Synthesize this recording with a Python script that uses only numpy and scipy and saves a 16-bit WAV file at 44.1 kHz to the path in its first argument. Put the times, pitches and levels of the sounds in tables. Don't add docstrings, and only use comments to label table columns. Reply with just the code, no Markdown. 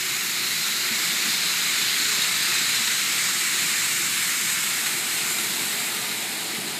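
import sys
import numpy as np
from scipy import signal
from scipy.fft import rfft, irfft, next_fast_len
from scipy.io import wavfile
from scipy.ndimage import uniform_filter1d, map_coordinates

SR = 44100
rng = np.random.default_rng(int(sys.argv[2]) if len(sys.argv) > 2 else 0)


def wav_out(sig):
    wavfile.write(sys.argv[1], SR, np.round(np.clip(np.atleast_2d(sig).T, -1, 1) * 32767).astype(np.int16))


def decibels_to_gain(level_db):
    exponent = np.asarray(level_db, float) / 20
    return 10 ** exponent


N = 299439

# time_s, shell_level_db
NEARNESS = [(0, -31.5), (1, -28.5), (2.5, -27), (3.5, -27.8), (4.5, -28.5), (5, -30.5), (5.5, -30.5),
            (6, -32.5), (6.79, -36.5)]
# centre_hz, width_hz (before body() widens it),
# level_db (relative within each part)
SHELL = [(970, 370, -18.5), (1400, 490, -6), (1860, 660, -4), (2214, 570, -1), (2770, 1530, -4),
         (5100, 530, -8)]
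GEARS = [(3750, 600, -1), (4103, 490, 0.5), (4560, 1040, -3.5)]
RAIL = [(11720, 4600, 11), (14600, 3000, -5)]
# level_db (over shell), swing_db, faces_microphone_s
FACING = [(-2, 2, 1.36), (-0.1, 1, 4.43), (-5.5, 2, 5.56)]
# time_s, peak_db, brightness_db_per_octave
TICKS = [(2.219, -10, 9), (5.385, -14, -2), (5.399, -26, -1), (5.91, -32, 0), (5.949, -15, 0),
         (5.96, -19, 1)]
# pitch_hz, level_db (relative), t60_s
WHEEL_MODES = [(1370, -6, .03), (2110, -2, 0.031), (2800, -1, 0.023), (3840, 4, .03), (7460, -8, .015)]
# time_s, peak_db, brightness_db_per_octave
THUMPS = [(.909, -28, -10), (1.252, -30, 9), (1.279, -31, -7), (1.992, -34, -8), (2.609, -34, -10),
          (2.799, -34, 13), (3.995, -33.5, 4), (6.094, -36, 12), (6.529, -34, 11), (6.58, -30, 5),
          (6.639, -29.5, -3), (6.7, -36, -1)]
# pitch_hz, level_db (relative), t60_s
PLANK_MODES = [(181, -7.5, 0.11), (207, -9, 0.13), (219, -4, .1), (305, -3, 0.078), (338, -5, 0.088)]
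# (relative, per Hz)
TRACK_BED = [(110, -38), (180, -30), (216, 4.5), (253, -1), (345, -2.5), (383, -3.5), (424, -2.5),
             (493, -6), (716, -1), (840, -1), (1020, -3.5), (1080, -15), (1200, -2), (1560, -22),
             (2640, -120)]
# (relative, per Hz)
NEAR_HISS = [(900, -44), (1300, -6), (3200, 2.5), (4300, -6), (6000, -7), (9800, -2), (15000, -17)]
# start_s, length_s, pitch_hz, level_db
HUMS = [(0, .95, 370.6, -54), (1.2, 1.46, 419.7, -55), (3.35, 0.69, 354.7, -54), (4.9, 1.95, 422.4, -52.5),
        (4.9, 1.95, 349, -51)]
# (relative, per Hz)
BOARDS = [(25, -24), (60, -49), (95, -40), (115, -2), (140, -3), (171, 2.5), (212, 1), (255, -4), (350, -2),
          (390, -6), (420, -7.5), (460, -11), (560, -22), (700, -36), (910, -52), (1540, -120)]
# centre_hz, width_hz, gain_db
FLOOR_ECHO_DIPS = [(543, 78, -2.5), (3080, 300, -1), (5920, 670, -2), (9830, 1100, -2.5)]


def unit(x):
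    return x / np.sqrt(np.mean(np.abs(x) ** 2) + 1e-20)


def along(points, hz):
    f, v = np.transpose(points)
    return np.interp(np.log(hz + 1), np.log(f + 1), v)


def shell_level_db(t):
    times, level = np.transpose(NEARNESS)
    return np.interp(t, times, level)


def wobble(rate):
    knots = rng.standard_normal(int(N * rate / SR) + 4)
    return map_coordinates(knots, [np.arange(N) * rate / SR])


def coloured(spectrum):
    m = next_fast_len(N)
    gain = decibels_to_gain(along(spectrum, np.fft.rfftfreq(m, 1 / SR)))
    return unit(irfft(rfft(rng.standard_normal(m)) * gain, m)[:N])


def tone(hz, level, waver_hz, waver_db, rate):
    pitch = hz + waver_hz * wobble(12) + waver_hz * wobble(2.5)
    phase = 2 * np.pi * np.cumsum(pitch) / SR
    return np.sqrt(2) * level * decibels_to_gain(waver_db * wobble(rate)) * np.sin(phase)


def ring(hz, centre_hz, width_hz):
    return (1 + (2 * (hz - centre_hz) / width_hz) ** 2) ** -2.


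def share(power):
    return power / power.sum(axis=0)


def body(hz, modes):
    return share(sum(decibels_to_gain(2 * db) * ring(hz, centre, 1.096 * width) for centre, width, db in modes))


def patches(shape, hz_bins, frames):
    across_hz = uniform_filter1d(rng.standard_normal(shape), hz_bins, axis=0)
    return unit(uniform_filter1d(across_hz, frames, axis=1))


def rail_contact():
    clips_per_s, decay_s = 20, 0.0068
    clips = (rng.random(N) < clips_per_s / SR) * rng.uniform(0, .3, N)
    clatter = 1 + signal.lfilter([1], [1, -np.exp(-1 / (decay_s * SR))], clips)
    unsteady = decibels_to_gain(0.13 * wobble(7) + 0.14 * wobble(90))
    return unit(clatter * unsteady * rng.standard_normal(N))


def running_train():
    frame = 1024
    turn_s = 5.97
    hz, t, contact = signal.stft(rail_contact(), SR, nperseg=frame)
    hz = hz[:, None]
    gear_db, wheel_db, rail_db = [
        level_db + swing_db * np.cos(2 * np.pi * (t - faces_s) / turn_s)
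        for level_db, swing_db, faces_s in FACING]
    wheel_hz = 6890 + 136 * t
    power = body(hz, SHELL)
    power = power + decibels_to_gain(2 * gear_db) * body(hz, GEARS)
    power = power + decibels_to_gain(2 * rail_db) * body(hz, RAIL)
    power = power + decibels_to_gain(2 * wheel_db) * share(ring(hz, wheel_hz, width_hz=3480))
    broad_db = 0.61 * patches(contact.shape, hz_bins=16, frames=9)
    narrow_db = 1.14 * patches(contact.shape, hz_bins=2, frames=6)
    gain = decibels_to_gain(shell_level_db(t) + broad_db + narrow_db) * np.sqrt(power * len(hz))
    return signal.istft(contact * gain, SR, nperseg=frame)[1][:N]


def joints(events, modes, attack_s, length_s, crack):
    out = np.zeros(N + SR)
    t = np.arange(round(length_s * SR)) / SR
    hz, level_db, t60_s = np.transpose(modes)[:, :, None]
    chances = rng.standard_normal((len(events), len(modes), 1))
    for (time_s, peak_db, bright), chance in zip(events, chances):
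        strength = decibels_to_gain(level_db + bright * np.log2(hz / hz.mean()) + 4.2 * chance)
        ringing = strength * decibels_to_gain(-60 * t / t60_s) * np.sin(2 * np.pi * hz * t)
        blow = ringing.sum(axis=0) * (1 - np.exp(-t / attack_s))
        bite = np.diff(rng.standard_normal(len(t) + 1))
        blow += crack * decibels_to_gain(-60 * t / (12 * attack_s)) * bite
        out[round(time_s * SR):][:len(t)] += decibels_to_gain(peak_db) * blow / np.abs(blow).max()
    return out[:N]


def near_track():
    pass_s, pass_width_s, pass_db = 1.1, 1, -50.5
    start_s, roll_db, roll_power = 4.63, -42.5, .25
    t = np.arange(N) / SR
    crossing = decibels_to_gain(pass_db) * np.exp(-((t - pass_s) / pass_width_s) ** 2 / 2)
    pulling_away = decibels_to_gain(roll_db) * np.maximum(t - start_s, 0) ** roll_power
    bed = decibels_to_gain(0.54 * wobble(7)) * coloured(TRACK_BED)
    hiss = decibels_to_gain(4.5 + .8 * wobble(30)) * coloured(NEAR_HISS)
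    return (crossing + pulling_away) * (bed + hiss)


def squeak():
    loudest_s, pitch_hz, level_db = 5.94, 1265, -44.5
    fall_hz_per_s, rise_s, fade_s = 800, 0.034, 0.085
    since = np.arange(N) / SR - loudest_s
    swell = np.exp(-(since / np.where(since < 0, rise_s, fade_s)) ** 2)
    hz = pitch_hz - fall_hz_per_s * np.clip(since, -.3, .3)
    return tone(hz, decibels_to_gain(level_db) * swell, waver_hz=9, waver_db=4, rate=45)


def motors():
    fade_s = 0.13
    t = np.arange(N) / SR
    out = tone(121.4, decibels_to_gain(-59), waver_hz=3.015, waver_db=2.5, rate=6.0)
    for start_s, length_s, pitch_hz, level_db in HUMS:
        inside_s = np.minimum(t - start_s, start_s + length_s - t)
        gate = np.clip(inside_s / fade_s + .5, 0, 1)
        out += tone(pitch_hz, decibels_to_gain(level_db) * gate, waver_hz=1.3, waver_db=2.3, rate=6.6)
    return out


def floor_rumble():
    rumble_db, follows = -45, 0.3
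    load_s, load_rise_db_per_s = 6.32, 12
    t = np.arange(N) / SR
    shell_db = shell_level_db(t)
    level_db = rumble_db + follows * (shell_db - shell_db.mean())
    level_db += load_rise_db_per_s * np.maximum(t - load_s, 0)
    return decibels_to_gain(level_db + 0.73 * wobble(7.4)) * coloured(BOARDS)


def scene():
    mono = running_train()
    mono = mono + joints(TICKS, WHEEL_MODES, attack_s=0.00082, length_s=.15, crack=1.2)
    mono = mono + joints(THUMPS, PLANK_MODES, attack_s=0.01, length_s=.4, crack=0)
    mono = mono + near_track() + squeak() + motors() + floor_rumble()
    return np.array([mono, mono])


def roll_off(x):
    return signal.sosfilt(signal.butter(12, 16330, fs=SR, output="sos"), x)


def record(dry):
    top_hz, bass_hz = 15330, 110
    m = next_fast_len(N + SR // 2)
    hz = np.fft.rfftfreq(m, 1 / SR)
    response = (hz < top_hz) / np.sqrt(1 + (bass_hz / (hz + 1)) ** 4)
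    response *= decibels_to_gain(sum(db * ring(hz, centre, width) for centre, width, db in FLOOR_ECHO_DIPS))
    mix = irfft(rfft(dry, m) * response, m)[:, :N]
    return roll_off(mix)


dry = scene()
out = record(dry)
wav_out(out)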